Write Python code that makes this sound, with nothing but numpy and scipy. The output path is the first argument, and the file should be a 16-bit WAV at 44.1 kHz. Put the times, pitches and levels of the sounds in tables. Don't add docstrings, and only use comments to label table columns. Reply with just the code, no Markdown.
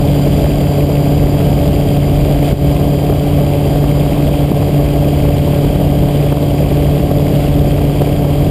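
import sys
import numpy as np
from scipy import signal
from scipy.fft import rfft, irfft
from scipy.io import wavfile

SR = 44100
rng = np.random.default_rng(int(sys.argv[2]) if len(sys.argv) > 2 else 0)


def waveform_to_disk(signal):
    frames = np.transpose(np.atleast_2d(signal))
    scaled = np.clip(frames, -1, 1) * 32767
    samples = np.round(scaled).astype(np.int16)
    wavfile.write(sys.argv[1], SR, samples)


N = 374850
TIME = np.arange(N) / SR

# freq_hz, relative_db
FAN_SPECTRUM = [(3500, -35), (4400, -8), (4700, 2.5), (4810, 10), (4950, -2.5), (5200, -14), (6000, -29)]
# time_s, pitch_hz
WHINE_PITCH = [(0, 1586.5), (0.7, 1587.0), (1.7, 1593.5), (3.1, 1593.5), (3.9, 1602.0), (6, 1598.5),
               (8.5, 1599.5)]
# multiple, rms_db
WHINE_PARTIALS = [(1, -51), (2, -45.5)]
# freq_hz, relative_db
RUSH_SPECTRUM = [(600, -32), (1300, -2.5), (1800, -5), (2200, 1.5), (2880, -0.5), (3050, 3), (3400, 0.5),
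                 (3620, -8), (3850, -4), (4100, -8.5), (4800, -6), (5400, -15), (5620, -11), (6200, -12.5)]
# centre_s, peak_db, pitch_hz
HARD_BUFFETS = [(2.53, 4.5, 129), (4.518, 0, 241)]
# start_s, relative_db
HARD_SLAPS = [(0.892, -10), (1.533, -11), (2.425, -13), (3.098, -8), (3.756, -10.5), (3.84, -10),
              (4.163, -13), (4.284, -15), (4.624, -9), (5.644, -13), (6.323, -6), (7.111, -12), (8.017, -6),
              (8.244, -17)]
# freq_hz, relative_db
SLAP_SPECTRUM = [(200, 2), (500, 13.5), (750, 6), (1100, -9), (1500, -17.5), (3000, -23)]
# freq_hz, relative_db
WASH_SPECTRUM = [(12, -23), (28, -17), (45, -2.5), (75, -3), (130, -7), (190, -8), (260, -16), (420, -24),
                 (900, -46.5)]
# freq_hz, relative_db
PANEL_SPECTRUM = [(100, -7), (250, -3), (400, 0.5), (530, -4), (605, -0.5), (665, -2.5), (705, -3),
                  (760, -8), (840, -12), (950, -18), (1120, -17.5), (1350, -37.5), (2500, -51)]
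# blade_rate_multiple, rms_db
MAIN_PARTIALS = [(2, -54), (3, -31), (4, -31.5)]
# blade_rate_multiple, rms_db
TAIL_PARTIALS = [(1, -25), (2, -29.5), (3, -34.5), (4, -58)]
# time_s, firing_hz
FIRING_RATE = [(0, 143.49), (1.5, 143.74), (3, 143.71), (4, 144.24), (5, 144.26), (6, 144.03), (7, 144.22),
               (8.5, 143.98)]
# firing_rate_multiple, rms_db
EXHAUST_PARTIALS = [(.5, -33), (1, -14.5), (1.25, -31), (1.5, -36), (1.75, -34.5), (2, -20.5),
                    (2.25, -36.5), (3, -30), (3.5, -41.5), (4, -26.5), (4.5, -45.5), (5, -35.5), (5.5, -51),
                    (6, -51.5), (8, -52.5), (8.5, -53.5), (8.75, -61), (9.25, -61), (10, -62)]


def gain_of(db):
    return 10 ** (np.asarray(db) / 20)


def unit_rms(x):
    return x / np.sqrt(np.mean(x ** 2) + 1e-20)


def curve(rows):
    return np.interp(TIME, *np.transpose(rows))


def noise(spectrum):
    hz, db = np.transpose(spectrum)
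    shape_db = np.interp(np.log(np.fft.rfftfreq(N, 1 / SR) + 1), np.log(hz), db)
    return unit_rms(irfft(rfft(rng.standard_normal(N)) * gain_of(shape_db), N))


def wander(rate_hz):
    hz = np.fft.rfftfreq(N, 1 / SR)
    return unit_rms(irfft(rfft(rng.standard_normal(N)) / (1 + (hz / rate_hz) ** 4), N))


def partial(cycles, rms_db):
    return np.sqrt(2) * gain_of(rms_db) * np.sin(2 * np.pi * (cycles + rng.random()))


def partials(cycles, rows):
    return sum(partial(multiple * cycles, rms_db) for multiple, rms_db in rows)


def throb(cycles, depth):
    return 1 + depth * np.cos(2 * np.pi * cycles)


def rattle(ticks_per_s, rms_db, fittings=9, decay_s=0.001):
    t, ticks = TIME[:256], np.zeros(N)
    for pitch_hz in np.linspace(2100, 3400, fittings):
        struck = rng.random(N) < ticks_per_s / fittings / SR
        strength = np.minimum(rng.exponential(1, N), 3)
        ring = np.sin(2 * np.pi * pitch_hz * t) * np.exp(-t / decay_s)
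        ticks += signal.oaconvolve(struck * strength, ring)[:N]
    return gain_of(rms_db) * unit_rms(ticks)


def cooling_fan(start_db=-44, fade_db_per_s=0.25):
    return gain_of(start_db - fade_db_per_s * TIME) * noise(FAN_SPECTRUM)


def drive_whine(third_db=-41.5, crest_s=0.59, slope_db_per_s=3):
    pitch_hz = curve(WHINE_PITCH) + 0.9 * wander(rate_hz=14)
    cycles = np.cumsum(pitch_hz) / SR
    third = partial(3 * cycles, third_db - slope_db_per_s * abs(TIME - crest_s))
    flutter_db = wander(rate_hz=14)
    return (partials(cycles, WHINE_PARTIALS) + third) * gain_of(flutter_db)


def door_rush(firings, blades, start_db=-33, fade_db_per_s=0.1, surge_db=3, lead_s=0.056, width_s=0.043):
    surges = sum(np.exp(-((TIME - centre_s + lead_s) / width_s) ** 2) for centre_s, _, _ in HARD_BUFFETS)
    gusts_db = 0.74 * wander(rate_hz=3.3) + surge_db * surges
    sputter_db = 0.9 * wander(rate_hz=320)
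    pulsing = throb(blades, depth=0.031) * throb(firings, depth=0.023)
    hiss = noise(RUSH_SPECTRUM) * gain_of(gusts_db + sputter_db) * pulsing
    return gain_of(start_db - fade_db_per_s * TIME) * unit_rms(hiss)


def buffets():
    pressure = np.zeros(N)
    for centre_s, peak_db, pitch_hz in HARD_BUFFETS:
        phase_rad = 2 * np.pi * pitch_hz * (TIME - centre_s)
        pressure += gain_of(peak_db) * phase_rad * np.exp((1 - phase_rad ** 2) / 2)
    return pressure


def blade_slaps(blades, rise_s, gain_db, light_relative_db=-18.5, spread_db=5.5):
    passes_s = TIME[1:][np.diff(np.floor(blades)) > 0]
    light_db = light_relative_db + spread_db * rng.uniform(-1, 1, len(passes_s))
    impulses = np.zeros(N)
    for start_s, relative_db in [*HARD_SLAPS, *zip(passes_s, light_db)]:
        impulses[round(start_s * SR)] += gain_of(relative_db)
    age = TIME[:2048] / rise_s
    envelope = signal.oaconvolve(impulses, age * np.exp(1 - age))[:N]
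    return gain_of(gain_db) * envelope * noise(SLAP_SPECTRUM)


def panel_roar(firings, blades, rms_db=-19.5):
    chop = throb(blades, depth=0.042) * throb(2 * blades, depth=0.16)
    roughness_db = 1.2 * wander(rate_hz=60)
    shaking = chop * throb(firings, depth=0.3) * gain_of(roughness_db)
    return gain_of(rms_db) * unit_rms(noise(PANEL_SPECTRUM) * shaking)


def rotor_wash(start_db=-14.5, fade_db_per_s=0.16):
    swell_db = 0.7 * wander(rate_hz=1.7)
    return gain_of(start_db - fade_db_per_s * TIME + swell_db) * noise(WASH_SPECTRUM)


def rotors(blades, tail_blades):
    thud = partials(blades + 0.023 * wander(rate_hz=1.6), MAIN_PARTIALS)
    buzz = partials(tail_blades + 0.013 * wander(rate_hz=1.5), TAIL_PARTIALS)
    flutter_db = 1.5 * wander(rate_hz=11)
    return (thud + buzz) * gain_of(flutter_db)


def engine(firings, blades):
    jitter_cycles = 0.007 * wander(rate_hz=25)
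    flutter_db = wander(rate_hz=14)
    exhaust = partials(firings + jitter_cycles, EXHAUST_PARTIALS)
    return exhaust * gain_of(flutter_db) * throb(blades, depth=0.16)


def scene(main_per_firing=0.12288, tail_per_firing=0.6275):
    firings = np.cumsum(curve(FIRING_RATE)) / SR
    blades = firings * main_per_firing + 0.2195
    tail_blades = firings * tail_per_firing
    machine = engine(firings, blades) + rotors(blades, tail_blades) + drive_whine() + cooling_fan()
    cabin = rattle(ticks_per_s=180, rms_db=-40.5) + panel_roar(firings, blades)
    air = rotor_wash() + door_rush(firings, blades)
    blows = blade_slaps(blades, rise_s=0.0024, gain_db=-4.5) + buffets()
    return (machine + cabin + air + blows)[None]


def limiter(x, threshold_db, recovery_db_per_s, attack_s):
    over_db = np.maximum(20 * np.log10(abs(x) + 1e-9) - threshold_db, 0)
    recovery_db = TIME * recovery_db_per_s
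    reduction_db = np.maximum.accumulate(over_db + recovery_db) - recovery_db
    pole = np.exp(-1 / (attack_s * SR))
    return x / gain_of(signal.lfilter([1 - pole], [1, -pole], reduction_db))


def record(dry, ceiling=0.71, hold_hz=12000, antialias_hz=5750, cutoff_hz=15400):
    ducked = limiter(dry[0], threshold_db=-1.6, recovery_db_per_s=60, attack_s=0.0039)
    clipped = ducked / (1 + (ducked / ceiling) ** 12) ** (1 / 12)
    slow = signal.resample_poly(clipped, hold_hz, SR)
    slow = signal.oaconvolve(slow, signal.firwin(31, antialias_hz, fs=hold_hz), "same")
    held = signal.resample_poly(np.repeat(slow, 4), SR, 4 * hold_hz)[:N]
    lowpass = signal.firwin(511, cutoff_hz, window=("kaiser", 9), fs=SR)
    return signal.oaconvolve(held, lowpass, "same")[None]


dry = scene()
out = record(dry)
waveform_to_disk(out)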